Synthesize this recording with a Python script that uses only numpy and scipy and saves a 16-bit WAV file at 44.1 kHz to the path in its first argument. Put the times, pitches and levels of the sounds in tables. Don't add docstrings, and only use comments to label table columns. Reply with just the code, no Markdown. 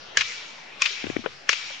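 import sys
import numpy as np
from scipy import signal
from scipy.fft import rfft, irfft
from scipy.io import wavfile
from scipy.ndimage import uniform_filter1d, minimum_filter1d

SR = 44100
rng = np.random.default_rng(int(sys.argv[2]) if len(sys.argv) > 2 else 0)


def how_loud(loudness_db):
    steps = np.asarray(loudness_db, float) / 20
    return 10 ** steps


def materialize(psi):
    bounded = np.clip(np.atleast_2d(psi).T, -1, 1)
    quanta = np.round(bounded * 32767).astype(np.int16)
    wavfile.write(sys.argv[1], SR, quanta)


N = 79380
T = np.arange(N) / SR
LEFT_RIGHT = np.array([[1.], [-1.]])


def curve(table, hz):
    table = np.array(table, float)
    return np.interp(np.log(hz), np.log(table[:, 0]), table[:, 1])


def shape(x, table):
    hz = np.arange(N // 2 + 1) * SR / N + 1
    return irfft(rfft(x) * how_loud(curve(table, hz)), N)


def colour(x, table):
    hz = np.maximum(np.arange(N // 2 + 1) * SR / N, 1)
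    below = np.maximum(np.log2(table[0][0] / hz), 0)
    above = np.maximum(np.log2(hz / table[-1][0]), 0)
    gain = how_loud(curve(table, hz) - 18 * below - 60 * above)
    return irfft(rfft(x) * gain / np.sqrt(np.mean(gain ** 2)), N)


def ring(x, hz, width_hz):
    return signal.lfilter(*signal.iirpeak(hz, hz / width_hz, SR), x)


def pair(like, pan_db=0.):
    mid, side = rng.standard_normal((2, N))
    like = np.clip(like, 0, 1)
    both = np.sqrt((1 + like) / 2) * mid + np.sqrt((1 - like) / 2) * side * LEFT_RIGHT
    return both * how_loud(LEFT_RIGHT * pan_db / 2)


def burst(at, rise, fall):
    u = T - at - rise
    return np.exp(np.where(u < 0, -(u / rise) ** 2 * 2, -u / fall))


def walk(rate):
    k = int(SR / rate)
    steps = np.repeat(rng.standard_normal(N // k + 1), k)
    return 2.23 * uniform_filter1d(uniform_filter1d(steps, k), k)[:N]


def bands(table):
    spec = rfft(colour(pair(0.29), table))
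    hz = np.arange(N // 2 + 1) * SR / N + 1
    for centre in 30 * 2 ** (np.arange(26) / 3):
        slope = np.clip(3 * np.log2(hz / centre), -1, 1)
        yield centre, irfft(spec * np.cos(slope * np.pi / 2) ** 2, N)


# (frequency [Hz], density [dB per Hz])
CAMP_SPECTRUM = [(18, -47.5), (30, -11), (255, -8), (367, -8), (541, -4.5), (1870, -6), (2560, -4),
                 (5580, -12), (10000, -43), (13000, -78), (22000, -120)]
# (frequency [Hz], L-R level [dB])
CAMP_PAN = [(100, 3.5), (700, 2), (2300, 7), (5000, 0.5), (9000, -9.5)]


def camp():
    level_db, drift_db_per_s = -44.5, -1
    hush_db = sum(-1.5 * burst(blow[0], 0.12, 0.055) * (T > blow[0]) for blow in BLOWS)
    floor_db = level_db + drift_db_per_s * T + hush_db + 0.27 * walk(7.1)
    out = 0
    for hz, noise in bands(CAMP_SPECTRUM):
        pan_db = curve(CAMP_PAN, hz) / 2 * LEFT_RIGHT
        out = out + noise * how_loud(floor_db + 1.5 * walk(11.96) + pan_db)
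    return out


# (frequency [Hz], density [dB per Hz])
TREES_SPECTRUM = [(530, -53), (900, -23.5), (1390, -7.5), (1570, -10), (2270, -1.5), (4290, -2.5),
                  (5690, -4), (6820, -8), (10000, -41.5), (13000, -66), (22000, -120)]
# (frequency [Hz], 60 dB decay [s])
TREES_T60 = [(1000, 1.6), (2000, 1.34), (3000, 1.32), (6000, 0.94), (9000, 0.97)]
# (level [dB], L-R level at its start [dB])
TAILS = [
    (-28, 6.7),
    (-28, 11.8),
    (-27.5, 12),
]
# (time [s], level [dB], L-R level [dB])
EARLIER = (-0.45, -34, 6)


def trees():
    pan_end_db, pan_s, onset_s = -2.5, 0.11, 0.01
    sources = [EARLIER] + [(blow[0], *tail) for blow, tail in zip(BLOWS, TAILS)]
    out = 0
    for hz, noise in bands(TREES_SPECTRUM):
        for at, db, pan_db in sources:
            u = np.maximum(T - at, 0)
            drift_db = (pan_db - pan_end_db) * np.exp(-u / pan_s)
            pan = pan_end_db + curve(CAMP_PAN, hz) + drift_db
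            fade = db - 60 * u / curve(TREES_T60, hz) + 1.2 * walk(30)
            out = out + noise * how_loud(fade + LEFT_RIGHT * pan / 2) * (1 - np.exp(-u / onset_s))
    return out


# (time [s], level [dB], pitch [Hz], decay [s])
KNOCKS = [(.905, -40.5, 388, 0.026), (1.0413, -13, 240, 0.0028), (1.055, -25.5, 242, .004),
          (1.0688, -16, 305, 0.0023), (1.1005, -10, 276, 0.0021), (1.1656, -7, 282, 0.0026),
          (1.191, -22.5, 224, .008), (1.24, -29, 320, 0.0075), (1.2611, -11, 420, 0.0033),
          (1.271, -27, 478, 0.0059), (1.704, -35, 527, 0.009)]


def knocks():
    out = 0
    for at, db, hz, fall in KNOCKS:
        u = np.maximum(T - at, 0)
        turns = hz * (u + 1.09 * 0.00091 * (1 - np.exp(-u / 0.0028)))
        out = out - how_loud(db) * np.sin(2 * np.pi * turns) * np.exp(-u / fall)
    return signal.sosfilt(signal.butter(2, 183.6, "high", fs=SR, output="sos"), out)


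# (time [s], level [dB], pitch [Hz], length [s])
TICKS = [(1.042, -29, 2200, 0.0054), (1.068, -29.5, 2400, 0.0041), (1.068, -43, 1900, .001),
         (1.100, -31, 1800, 0.0025), (1.1636, -24.5, 1470, 0.0013), (1.1669, -19, 2280, 0.00068),
         (1.243, -34, 1280, 0.0083), (1.2612, -19, 1510, 0.0027), (1.268, -33, 2060, 0.0027),
         (1.71, -33.5, 1420, 0.0032), (1.263, -24, 2680, 0.0013)]


def nail_ticks():
    noise = np.sign(rng.standard_normal(N))
    out = 0
    for at, db, hz, length in TICKS:
        width_hz = hz * 0.79
        tick = ring(ring(noise * burst(at - length, length, length), hz, width_hz), hz, width_hz)
        out = out + how_loud(db) * 4.42 * tick
    return out


# (start [s], length [s], level [dB], centre [Hz])
RUMBLES = [
    (1.037, 0.094, -43, 90),
    (1.155, 0.048, -47, 90),
    (1.26, 0.055, -63, 90),
]


def hand_rumble():
    noise = rng.standard_normal(N)
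    out = 0
    for at, length, db, hz in RUMBLES:
        out = out + how_loud(db) * 26.0 * ring(ring(noise, hz, hz), hz, hz) * burst(at, 0.023, length)
    return out


def fingers():
    left = knocks() + nail_ticks() + hand_rumble()
    return shape(left, [(3500, 1), (6000, -45)]) * how_loud(np.array([[0.], [-40]]))


# (frequency [Hz], density [dB per Hz])
SLAP_SPECTRUM = [(180, -32), (300, -59), (1080, -1.5), (1990, 4.5), (2520, 10.5), (3090, 7.5), (6830, -10),
                 (9290, -26), (10000, -51), (13000, -73), (22000, -120)]
# (delay [s], level [dB], L-R level [dB], rise [s], fall [s])
SLAPS = [
    (0.0343, -13.5, 6, 0.0077, 0.008),
    (0.0328, -14.5, 7.5, 0.0099, 0.0085),
    (0.037, -16, 11, 0.003, 0.0073),
]


def van_slap(k, at):
    lag, db, pan_db, rise, fall = SLAPS[k]
    return how_loud(db) * colour(pair(0.51, pan_db) * burst(at + lag, rise, fall), SLAP_SPECTRUM)


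GROUND_DB = [
    -39.5,
    -61,
    -57,
]


def ground_thump(k, at):
    thump = ring(ring(pair(0.67), 90, 77), 90, 77) * burst(at, 0.0093, 0.036)
    return how_loud(GROUND_DB[k]) * 15.4 * thump


# (frequency [Hz], width [Hz], level [dB])
HEAD_RING = [
    (2314, 12, -38),
    (5544, 120, -42.5),
]


def head_ring(at):
    out = 0
    for hz, width_hz, db in HEAD_RING:
        fade = how_loud(db - 60 * np.maximum(T - at, 0) / 1.3) * (T > at)
        out = out + fade * ring(pair(0.66, 4.6), hz, width_hz) * np.sqrt(SR / width_hz / np.pi)
    return out


# (level [dB], L-R level [dB], level in the slap [dB], log thud pitch [Hz])
FIRST_TICKS = [
    (-13.5, -3.5, -23.5, 530),
    (-14.5, 4, -31, 560),
    (-17, -2, -22.5, 504),
]
# (frequency [Hz], density [dB per Hz])
TICK_SPECTRUM = [(2500, -21), (4000, -6.5), (5500, 4), (7200, 0), (8200, -20.5)]


def tick_and_thud(k, at, pan_db, thud_db):
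    tick_db, tick_pan_db, echo_db, thud_hz = FIRST_TICKS[k]
    tick_s, echo_at = 0.00072, at + 0.0395
    echo_s = 1.6 * tick_s
    ticks = how_loud(tick_db) * burst(at + 0.0015, tick_s, tick_s) + how_loud(echo_db) * burst(echo_at, echo_s, echo_s)
    shove = burst(at + 0.0013, 0.00053, 0.00028)
    shove = shove + how_loud(echo_db - tick_db) * burst(echo_at, 0.00024, 0.00032)
    thud = ring(ring(shove, thud_hz, 185), thud_hz, 370)
    steel = colour(pair(0.9, tick_pan_db) * ticks, TICK_SPECTRUM)
    return steel + how_loud(thud_db + LEFT_RIGHT * pan_db / 2) * 4.86 * thud


def near_scatter(k, at):
    gate = 1 / (1 + np.exp(np.clip((T - at - 0.035) / 0.0013, -50, 50)))
    return pair(0.35, TAILS[k][1]) * how_loud(-18) * burst(at + 0.0022, 0.0079, 0.069) * gate


# (delay [s], level under the blow [dB])
REBOUNDS = [
    (.007, -19),
    (.0055, -7),
    (0.0037, -9.5),
]


def contact_force(k, at, pan_db, scrape_db):
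    rise, fall = 0.0025, 0.002
    delay, rebound_db = REBOUNDS[k]
    scrape = how_loud(scrape_db) * np.exp(np.minimum(T - at, 0) / 0.011) * (T < at)
    rebound = how_loud(rebound_db + np.array([[0], [-8.5]])) * burst(at + delay, rise / 2, fall)
    chatter = np.tanh(1.6 * pair(0.71)) * how_loud(LEFT_RIGHT * pan_db / 2)
    return chatter * 1.34 * (burst(at, rise, fall) + rebound + scrape)


# (frequency [Hz], width [Hz], level [dB])
STEEL = [
    [(1730, 213, 9), (2360, 40, -3), (2850, 200, 1.5), (3280, 49, 1), (3660, 110, -29), (4580, 240, -11),
     (5120, 350, -34.5), (6670, 280, -17)],
    [(1770, 37, -2.5), (2480, 72, 9.5), (3300, 130, -3), (5230, 140, -19), (5250, 140, -14),
     (6900, 89, -43), (6870, 157, -30), (8860, 150, -46)],
    [(1500, 270, -1.5), (2600, 285, 5), (4100, 28, -39), (4760, 95, -31.5), (5400, 110, -15),
     (6300, 110, -19), (6550, 130, -14), (9000, 190, -51)],
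]
# (frequency [Hz], density [dB per Hz])
CRACK_SPECTRUM = [(600, -37), (900, -27), (1060, -1), (2400, -0.5), (4000, -8), (5500, -1), (7100, -17.5),
                  (8100, -16)]


def steel_crack(k, push):
    ring_share, widen = 0.45, 1.79
    rings = 5.24 * sum(how_loud(g) * ring(push, hz, width_hz * widen) for hz, width_hz, g in STEEL[k])
    rings = shape(rings, [(850, -25.5), (1050, -1), (7000, -0.5), (8000, -14.5)])
    return ring_share * rings + (1 - ring_share) * colour(push, CRACK_SPECTRUM)


# (time [s], level [dB], L-R level [dB], scrape before contact [dB], wood thud [dB])
BLOWS = [
    (0.171, -8, 4.5, -38, -27.5),
    (.8190, -10.5, 5, -27.5, -36.5),
    (1.4909, -11, 8, -37.5, -26),
]
# (frequency [Hz], extra L-R level [dB])
BLOW_PAN = [(500, 1), (2300, 0.5), (4500, -4), (9000, -12.5)]


def blows():
    out = 0
    for k, (at, db, pan_db, scrape_db, thud_db) in enumerate(BLOWS):
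        wash = near_scatter(k, at)
        push = contact_force(k, at, pan_db, scrape_db - db) + 0.4 * wash
        out = out + how_loud(db) * (steel_crack(k, push) + 0.57 * colour(wash, TREES_SPECTRUM))
        out = out + tick_and_thud(k, at, pan_db, thud_db) + van_slap(k, at)
        out = out + ground_thump(k, at) + head_ring(at)
    left = shape(out[0], [(hz, g / 2) for hz, g in BLOW_PAN])
    right = shape(out[1], [(hz, -g / 2) for hz, g in BLOW_PAN])
    return np.array([left, right])


def scene():
    return camp() + trees() + fingers() + blows()


def top_cut(x):
    return signal.sosfilt(signal.butter(12, 16340, fs=SR, output="sos"), x)


# (frequency [Hz], gain [dB])
MIC = [(40, -7.5), (150, 0.5), (7200, 0), (7900, -5.5), (9600, -1), (10000, -50), (16000, -74)]


def record(dry):
    dip_db = sum(-4 * burst(blow[0], 0.058, 0.056) * (T > blow[0]) for blow in BLOWS)
    x = shape(dry, MIC) * how_loud(dip_db)
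    look = int(0.002 * SR) | 1
    gain = np.minimum(1, 1.02 / (np.abs(x) + 1e-9))
    gain = uniform_filter1d(minimum_filter1d(gain, look), look)
    return top_cut(np.clip(x * gain + 0.0013, -1, 1))


dry = scene()
out = record(dry)
materialize(out)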